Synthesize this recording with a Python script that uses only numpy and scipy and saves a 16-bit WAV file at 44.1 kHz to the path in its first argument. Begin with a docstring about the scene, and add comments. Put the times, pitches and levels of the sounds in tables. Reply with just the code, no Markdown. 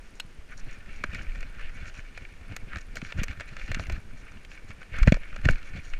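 """Straps rub and a body sways over faint hiss and buzz throughout, with crackles, jolts and knocks scattered
among them and one ringing twig snap near the start: a camera in a closed case rides on a cyclist's chest
harness down a leafy forest trail, and little air sound gets in. Friction noise and short scrapes ring the
resonances of the case; shaped noise gives sway, shake and hiss; damped swings make the jolts, heavy over a log.
Clumped snaps make the leaves, a tearing burst the twig, a gated tone the buzz, resonant bursts the ticks."""
import sys
import numpy as np
from scipy import signal
from scipy.fft import rfft, irfft, next_fast_len
from scipy.io import wavfile
from scipy.ndimage import uniform_filter1d

SR = 44100
rng = np.random.default_rng(int(sys.argv[2]) if len(sys.argv) > 2 else 0)


def inscribe(sig):
    """Save sig as 16-bit PCM at rate SR to the path in sys.argv[1].

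    A 1-D sig is mono; a 2-D sig holds one channel per row.
    Samples are clipped to [-1, 1] before scaling.
    """
    pcm = np.round(np.clip(np.atleast_2d(sig).T, -1, 1) * 32767)
    wavfile.write(sys.argv[1], SR, pcm.astype(np.int16))


N = 264361

# Resonances of the case: (frequency [Hz], width of each of two passes [Hz], level [dB])
CASE_MODES = [(330, 230, -10.5), (566, 255, -0.5), (980, 150, -10.5), (1539, 603, 8), (1850, 300, 5),
              (2277, 280, 11), (2644, 630, 3.5), (3460, 340, -7.5), (4210, 720, -7.5), (4980, 1600, -15),
              (5790, 490, -18.5), (6580, 2000, -18.5), (8700, 1900, -65), (11100, 14000, -47.5)]
# Steady rubbing of the harness, before brightness: (time [s], level [dB])
RUB_LEVEL = [(0, -61.5), (.42, -66.5), (1.1, -51.5), (1.9, -55), (2.4, -58), (3.0, -56.5), (3.55, -51),
             (3.95, -50), (4.05, -62), (4.8, -59.5), (5.1, -51.5), (5.3, -52), (5.5, -51.5), (5.99, -54)]
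# Strap strokes: (start [s], length [s], level before brightness [dB], brightness [dB per octave])
STRAP_STROKES = [(0.476, 0.079, -47, -7), (0.546, 0.27, -51.5, -2), (.87, 0.13, -58, 5),
                 (1.076, 0.17, -52, 0), (1.23, 0.29, -61, 1), (1.56, 0.18, -55, -7),
                 (1.708, 0.23, -52.5, -2), (1.934, 0.091, -51.5, -3), (2.123, .14, -60.5, 7),
                 (2.47, 0.11, -58.5, -6), (2.673, .13, -47.5, -13), (2.946, 0.052, -48.5, 11),
                 (3.011, 0.14, -53, 5), (3.164, 0.099, -44.5, -4), (3.279, 0.068, -50, 7),
                 (3.389, 0.041, -46, 1), (3.472, 0.028, -49, 7), (3.555, 0.1, -54, 5),
                 (3.627, 0.25, -56, -7), (3.868, 0.13, -55, 4), (4.13, 0.34, -61, -5),
                 (4.475, 0.14, -56.5, 2), (4.668, 0.064, -56, 8.5), (4.802, 0.041, -56.5, -5),
                 (4.906, 0.15, -42, -2), (5.048, 0.059, -46, 6), (5.113, 0.087, -48, 1),
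                 (5.335, 0.078, -61, -12), (5.42, 0.14, -43.5, -1), (5.64, 0.077, -66, 9),
                 (5.748, 0.062, -48.5, 3.5), (5.903, 0.15, -70, -9)]
# Body motion: (time [s], sway of the chest [dB], shake from the trail at mean rubbing [dB])
BODY_MOTION = [(0, -40.5, -48.5), (.4, -46.5, -50), (.65, -35, -51), (.82, -44.5, -50), (1.0, -37.5, -45.5),
               (1.3, -32, -47.5), (1.5, -35.5, -46.5), (1.65, -36, -49), (2.15, -43, -54),
               (2.35, -40, -45.5), (2.6, -37.5, -47), (3.0, -41.5, -46), (3.25, -31, -42), (3.5, -43, -50),
               (3.75, -30.5, -42.5), (3.95, -31, -44.5), (4.1, -39.5, -46), (4.5, -43.5, -53),
               (4.85, -42.5, -49), (5.05, -26, -42), (5.27, -38.5, -47.5), (5.5, -31.5, -45.5),
               (5.7, -37, -48.5), (5.99, -38.5, -50)]
# Spectrum of the sway: (frequency [Hz], density [dB per Hz])
SWAY_SPECTRUM = [(4, 20), (10, 10.5), (20, 13), (30, 10), (60, -13), (90, -54), (150, -59)]
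# Spectrum of the shake: (frequency [Hz], density [dB per Hz])
SHAKE_SPECTRUM = [(30, -37), (60, 6.5), (130, -4), (250, -10.5), (450, -27), (800, -26.5), (1500, -70)]
# Spectrum of the hiss: (frequency [Hz], density [dB per Hz])
HISS_SPECTRUM = [(90, -38), (150, 1), (420, -2.5), (800, -9), (2200, -8.5), (3800, -17.5), (7000, -20),
                 (8000, -27.5), (10000, -26), (13200, -35.5), (15100, -37)]
# Uneven ticks of the camera's circuits: (time [s])
TICK_TIMES = [.0124, .1046, .2632, .347, .5096, .6468, .7875, .9297, 1.0629, 1.2295, 1.3477, 1.4061, 1.498,
              1.6141, 1.7488, 2.1808, 2.3245, 2.4827, 2.599, 2.7481, 2.8673, 3.0159, 3.4579, 3.8525, 4.0022,
              4.134, 4.2526, 4.4327, 4.5529, 4.6438, 4.7335, 4.8343, 4.9636, 5.2015, 5.2529, 5.417, 5.671,
              5.8021]
# Dry leaves crackling under the tyre: (start [s], length [s], level [dB])
LEAF_CLUMPS = [(0.013, 0.11, -68), (0.15, 0.036, -64.5), (0.511, 0.024, -61), (0.568, 0.042, -56),
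               (0.703, 0.053, -63), (.92, 0.085, -68), (1.148, 0.029, -62), (1.216, 0.021, -59.5),
               (1.74, 0.038, -62), (1.861, 0.04, -53.5), (1.934, 0.082, -61), (2.806, 0.013, -57),
               (3.03, 0.058, -57.5), (3.174, 0.027, -55.5), (3.587, 0.077, -64), (3.65, 0.05, -61),
               (3.783, 0.062, -56), (4.165, 0.061, -62), (4.312, 0.014, -61), (4.495, 0.075, -66),
               (4.681, .025, -69), (4.808, .02, -70), (5.539, 0.015, -62), (5.64, 0.065, -60),
               (5.826, 0.095, -60)]
# Resonances of the leaves: (frequency [Hz], width of each of two passes [Hz], level [dB])
LEAF_MODES = [(4270, 1700, 1), (5740, 670, 5.5), (6670, 950, 4), (9250, 1600, -9.5)]
# One twig snap: (start [s], crest level [dB], twice the rise time of the tear [ms])
TWIG_SNAP = (.1985, -26.5, 3.2)
# Resonances of the twig: (frequency [Hz], level [dB], approximate 60 dB decay time [s])
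TWIG_RESONANCES = [(1450, -2, 0.03), (2670, -4, 0.029), (2900, 4.5, 0.0097), (3480, -14, 0.0092),
                   (3880, -1.5, 0.022), (4210, -6, 0.052), (5250, -9, 0.028), (6560, -9.5, 0.019),
                   (7870, -14, 0.037), (10000, -25, 0.034)]
# Jolts through the harness: (start [s], peak level [dB], swing rate [Hz], direction of push [+1 or -1])
HARNESS_JOLTS = [(0.249, -37.5, 120, -1), (0.386, -33, 44, -1), (1.043, -28.5, 250, -1),
                 (1.09, -27, 58, -1), (1.182, -33, 58, -1), (1.269, -26, 30, -1), (1.645, -33, 48, -1),
                 (3.027, -25.5, 174, 1), (3.19, -21.5, 42, -1), (3.217, -21, 155, 1), (3.637, -31, 43, -1),
                 (3.707, -24.5, 81, 1), (3.77, -27, 180, -1), (3.886, -24.5, 75, -1),
                 (3.925, -18.5, 45, -1), (4.92, -31, 66, -1), (4.974, -22, 9.7, 1), (5.017, -7, 33, -1),
                 (5.071, -13.5, 82, 1), (5.078, -3, 136, -1), (5.084, -10, 53, 1), (5.122, -6, 228, 1),
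                 (5.1246, -10, 170, -1), (5.138, -17, 25.7, -1), (5.328, -24.5, 22, -1),
                 (5.446, -22, 77, 1), (5.457, -14, 131, -1), (5.462, -11.5, 130, 1), (5.4645, -17, 38, -1),
                 (5.483, -13.5, 32, 1), (5.497, -14, 110, 1), (5.506, -16, 15, -1), (5.752, -30, 153, -1),
                 (5.926, -22.5, 16.4, -1)]
# Knocks of the mount: (start [s], crest level [dB], favoured pitch [Hz], brightness [dB per octave],
# weight of the three lowest case modes [dB])
MOUNT_KNOCKS = [(1.038, -19, 1473, 3, 8), (1.1462, -32, 1860, 8, -9), (1.1545, -37, 2350, 2, 3),
                (1.2114, -36.5, 1480, -6, 4), (1.266, -39.5, 2280, 2, 12), (1.406, -40, 1700, 9.5, -13),
                (1.4278, -34, 2030, 3, 7), (1.9915, -37.5, 2290, -7, -12), (2.175, -33, 1710, 5, 7),
                (2.25, -35, 2440, -5, -3), (2.521, -39.5, 1410, 4, 12), (2.564, -29.5, 1520, 16, 10),
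                (2.732, -30, 1530, -15, -1), (2.7579, -29.5, 1500, 5.5, 0), (2.769, -35, 1700, 10, 1),
                (2.7837, -36.5, 2760, 13, -9), (2.9555, -36, 2480, 14.5, 11), (2.968, -28, 1656, 7, 7),
                (3.016, -32, 2490, 2, 5), (3.048, -32.5, 2450, 0, -6), (3.1217, -28.5, 2520, 0, 8),
                (3.212, -49, 2000, -13, 15), (3.233, -27, 2100, 14.5, 9), (3.238, -31, 2060, 15.5, 1),
                (3.2813, -30, 2500, 4, -1), (3.3981, -31.5, 1500, 8, 8), (3.4064, -29, 1690, 7, 8),
                (3.566, -33, 1640, 7, 5.5), (3.6137, -31.5, 2330, 0, -15), (3.678, -38, 1810, 6, 4),
                (3.7155, -24.5, 1460, 8.5, 10.5), (3.7453, -24.5, 2550, 7.5, -2),
                (3.795, -27.5, 2090, 3.5, 10), (3.8366, -37.5, 2350, 10, -7), (3.868, -37.5, 1630, 11, 9),
                (3.897, -29.5, 2400, 8.5, 13.5), (3.9224, -39, 2640, 15, -5), (4.4482, -40, 2560, 9, 9),
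                (4.5154, -38.5, 2500, 2, -4), (4.5755, -39.5, 2290, 2, 0), (4.7045, -39.5, 1660, 2, 1),
                (4.816, -40, 1500, 5, 7), (4.9385, -35, 2260, -7, 17.5), (4.9854, -30, 1540, 11, 1),
                (5.0285, -27.5, 1370, 6, -8), (5.032, -25.5, 1550, 7, -1), (5.073, -14.5, 2000, 5, 20.5),
                (5.0805, -17, 1500, -7, 5), (5.0998, -39, 1550, 7, 2), (5.1213, -16, 2140, 6, 14),
                (5.1417, -27.5, 1820, 5, 12), (5.1667, -32, 2080, 9, 29), (5.3277, -38.5, 1530, -7, 3),
                (5.3614, -34, 1490, 7, 11), (5.4484, -33, 1400, 4, 15), (5.4529, -21.5, 1860, 5, 5.5),
                (5.487, -9, 1570, 2, 14.5), (5.4976, -32, 2190, 10, 0), (5.5087, -34, 2310, 19, 18),
                (5.5558, -33, 1340, 1, -16), (5.7624, -44.5, 2300, 8.5, -10), (5.935, -30, 2470, -1, -7)]

BRIGHT_ABOVE_HZ = 2500  # brightness slopes start here
RUB_BRIGHT_DB, BRIGHT_WANDER_DB = -1.5, 1.5  # slope of the steady rubbing and its rms wander, per octave
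STROKE_EDGES = 0.76  # share of a stroke spent swelling and fading
SHAKE_FOLLOWS, MEAN_RUB_DB = 0.56, -52  # dB of shake per dB of rubbing above the mean
HISS_DB = -58
BUZZ_HZ, BUZZ_DRIFT_HZ, BUZZ_DB = 8450, 33, -79  # centre, rms drift, rms level
PICTURES_PER_S, BUZZ_CENTRE_S, BUZZ_SHARE = 59.94, .0098, .3  # gate rate, middle of a burst, share on
TICK_HZ, TICK_WIDTH_HZ, TICK_S, TICK_CREST_DB = 9900, 1100, 0.0039, -59  # crest is twice the rms
RATTLES_PER_S, RATTLE_OVER_RUB_DB = 6.9, 8.5
SCRAPE_MS, SHORTER_MS_PER_DB = 3.08, 0.02  # decay time of a knock at -37.5 dB; harder ones are shorter
EDGE_HZ = 15200  # upper band limit


def amp(db):
    """Level in decibels to amplitude ratio."""
    return 10 ** (np.asarray(db) / 20)


def evened(x):
    """Normalisation to unit rms, i.e. unit mean power."""
    return x / np.sqrt(np.mean(x ** 2) + 1e-20)


def crested(ring):
    """Normalisation by crest: the loudest 90 samples get the rms of a sine of peak 1."""
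    return ring / np.sqrt(uniform_filter1d(ring ** 2, 90).max() * 2)


def curves(rows):
    """Linear interpolation of table columns at every sample."""
    s, *columns = np.transpose(rows)
    return [np.interp(np.arange(N) / SR, s, c) for c in columns]


def noise(points):
    """Spectral shaping: white noise weighted over frequency, at unit rms."""
    f, db = np.transpose(points)
    size = next_fast_len(N)
    hz = np.fft.rfftfreq(size, 1 / SR)
    shape = amp(np.interp(np.log(hz + 1), np.log(f + 1), db, left=-90))
    white = rfft(rng.standard_normal(size))
    return evened(irfft(white * shape, size)[:N])


def wobble(ms):
    """Random modulation: noise averaged twice over the given time, at unit rms."""
    span = max(int(ms * SR / 1000), 2)
    once = uniform_filter1d(rng.standard_normal(N), span)
    return evened(uniform_filter1d(once, span))


def resonate(x, hz, width_hz):
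    """Forced resonance: a two-pole filter of gain 1 at its centre."""
    return signal.lfilter(*signal.iirpeak(hz, hz / width_hz, SR), x)


def resonate_twice(x, hz, width_hz):
    """Cascaded resonance: two equal filters give steep skirts."""
    return resonate(resonate(x, hz, width_hz), hz, width_hz)


def add(mix, s, sound):
    """Superposition: sums a sound into the mix from a given time."""
    part = mix[round(s * SR):][:len(sound)]
    part += sound[:len(part)]


def case(push, grit, bright_db, colour_db):
    """Modal excitation: a push through grit rings every case mode; brightness weights the upper ones."""
    out = 0
    for k, (hz, width, db) in enumerate(CASE_MODES):
        octaves_up = max(np.log2(hz / BRIGHT_ABOVE_HZ), 0)
        weighted_push = push * amp(db + colour_db[k] + bright_db * octaves_up)
        own_grit = np.roll(grit, shift=131 * k)  # the same noise, displaced for each mode
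        ring = resonate_twice(weighted_push * own_grit, hz, width)
        power = np.mean(weighted_push ** 2) * width / SR  # set by push and width
        out = out + evened(ring) * np.sqrt(power)
    return out


def slips(per_s, size_db, fade):
    """Stick-slip impulses: random sudden slips, a few of them large, each fading exponentially."""
    sizes = amp(size_db * np.minimum(rng.exponential(1, N), 5))
    happens = rng.random(N) < per_s / SR
    return evened(signal.lfilter([1], [1, -fade], sizes * happens))


def strokes():
    """Amplitude-weighted mean: steady rubbing and strokes add, the louder setting the brightness [dB]."""
    level = amp(curves(RUB_LEVEL)[0])
    weighted_bright = RUB_BRIGHT_DB * level
    for s, length, db, bright_db in STRAP_STROKES:
        shape = amp(db) * signal.windows.tukey(int(length * SR), STROKE_EDGES)
        add(level, s, shape)
        add(weighted_bright, s, bright_db * shape)
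    return 20 * np.log10(level), weighted_bright / level


def rub(lumps_db=1.5, slip_share=0.3, gusts_db=1.5):
    """Dry friction: lumpy slipping contact drives the case, each mode swelling as the contact wanders."""
    level_db, stroke_bright_db = strokes()
    bright_db = stroke_bright_db + BRIGHT_WANDER_DB * wobble(34)
    lumps = amp(lumps_db * wobble(4.1) + gusts_db * wobble(20))
    push = (1 + slip_share * slips(400, 2.9, 0.72)) * lumps
    grit = rng.standard_normal(N)
    wander_db = [2.5 * wobble(25.0) for mode in CASE_MODES]
    neutral = case(push, grit, 0, wander_db)  # level reference without brightness
    return amp(level_db) * case(push, grit, bright_db, wander_db) / np.std(neutral)


def motion(lumps_db=6.0):
    """Low-frequency random vibration: chest sway plus a lumpy trail shake that rises with the rubbing."""
    sway_db, shake_db = curves(BODY_MOTION)
    sway = amp(sway_db) * noise(SWAY_SPECTRUM)
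    shake = evened(noise(SHAKE_SPECTRUM) * amp(lumps_db * wobble(17.3)))
    rub_db = strokes()[0]
    return sway + amp(shake_db + SHAKE_FOLLOWS * (rub_db - MEAN_RUB_DB)) * shake


def hiss():
    """Stationary noise: the steady coloured hiss of the circuits."""
    return amp(HISS_DB) * noise(HISS_SPECTRUM)


def buzz():
    """Gated frequency modulation: a narrow drifting tone switches on once in every picture."""
    place = (np.arange(N) / SR - BUZZ_CENTRE_S) * PICTURES_PER_S
    gate = 1. * (abs(place - np.round(place)) < BUZZ_SHARE / 2)
    gate = uniform_filter1d(gate, 40)  # softens the edges
    drift_hz = BUZZ_DRIFT_HZ * wobble(1.2)
    tone = np.sin(2 * np.pi * np.cumsum(BUZZ_HZ + drift_hz) / SR)
    return amp(BUZZ_DB) * evened(gate * amp(1.5 * wobble(11)) * tone)


def ticks():
    """Band-limited transients: brief windowed noise through a high resonance."""
    out = np.zeros(N)
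    length = int(TICK_S * SR)
    for s, grit in zip(TICK_TIMES, rng.standard_normal((len(TICK_TIMES), 200))):
        tick = resonate_twice(grit, TICK_HZ, TICK_WIDTH_HZ)[-length:]  # once the filter has built up
        add(out, s, amp(TICK_CREST_DB) * evened(tick) / 2 * signal.windows.tukey(length, .4))
    return out


def leaves():
    """Crackling: dense random snaps in short clumps excite treble resonances."""
    clumps = np.zeros(N)
    for s, length, db in LEAF_CLUMPS:
        add(clumps, s, amp(db) * signal.windows.tukey(int(length * SR), .3))
    snaps = (.5 + slips(900, 6.0, 0.99)) * rng.standard_normal((len(LEAF_MODES), N))
    crackle = np.zeros(N)
    for grit, (hz, width, db) in zip(snaps, LEAF_MODES):
        crackle += amp(db) * resonate_twice(grit, hz, width)
    return clumps * evened(crackle)


def twig():
    """Brittle fracture: a short tearing burst rings the modes of the dry wood."""
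    out, ms = np.zeros(N), np.arange(2000) * 1000 / SR
    s, db, length_ms = TWIG_SNAP
    tear = ms * np.exp(-ms / length_ms * 2)
    ring = np.zeros(len(ms))
    for hz, mode_db, t60 in TWIG_RESONANCES:
        grit = rng.standard_normal(len(ms))
        ring += amp(mode_db) * evened(resonate(tear * grit, hz, 2.4 / t60))
    add(out, s, amp(db) * crested(ring))
    return out


def jolts(damping=3.74):
    """Heavily damped oscillation: a soft push and a weak swing back, dead within two turns."""
    out = np.zeros(N)
    for s, db, hz, direction in HARNESS_JOLTS:
        turns = np.arange(int(3 * SR / hz)) * hz / SR
        swing = turns * np.exp(-damping * turns) * np.sin(2 * np.pi * turns)
        add(out, s, direction * amp(db) * swing / swing.max())
    return out


def rattles(bright_db=2.5, count=60):
    """Poisson process: small knocks at random moments follow the rubbing level; rows as in MOUNT_KNOCKS."""
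    times = np.cumsum(rng.exponential(1 / RATTLES_PER_S, count))
    db = np.interp(times * SR, np.arange(N), strokes()[0]) + RATTLE_OVER_RUB_DB
    pitches = 1400 * 2 ** rng.random(count)
    return [(s, level, hz, bright_db, 0) for s, level, hz in zip(times, db, pitches) if s < N / SR]


def knocks(spread_db=2.0, rise_ms=0.92, favour_db=9.5, favour_octaves=0.1, crack=0.86, crack_ms=0.62):
    """Impact excitation: a short scrape of noise rings the case, favouring modes near one pitch."""
    out, ms = np.zeros(N), np.arange(2000) * 1000 / SR
    modes = np.transpose(CASE_MODES)[0]
    for s, db, hz, bright_db, low_db in MOUNT_KNOCKS + rattles():
        decay_ms = SCRAPE_MS - SHORTER_MS_PER_DB * (db + 37.5)
        push = (1 - np.exp(-ms / rise_ms)) * np.exp(-ms / decay_ms)
        push += crack * ms / crack_ms * np.exp(-ms / crack_ms)  # the first contact is the hardest
        favoured_db = favour_db * np.exp(-(np.log2(modes / hz) / favour_octaves) ** 2)
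        chance_db = spread_db * rng.standard_normal(len(modes))
        colour_db = favoured_db + chance_db + low_db * (modes < 1200)
        ring = case(push, rng.standard_normal(len(ms)), bright_db, colour_db)
        add(out, s, amp(db) * crested(ring))
    return out


def scene():
    """Superposition of everything that reaches the microphone inside the case."""
    camera = hiss() + buzz() + ticks()
    return (rub() + motion() + camera + leaves() + twig() + jolts() + knocks())[None]


def record(dry):
    """Band limitation: a linear-phase low-pass filter."""
    lowpass = signal.firwin(511, EDGE_HZ, window=("kaiser", 9), fs=SR)
    return signal.oaconvolve(dry, lowpass[None], "same")


dry = scene()
out = record(dry)
inscribe(out)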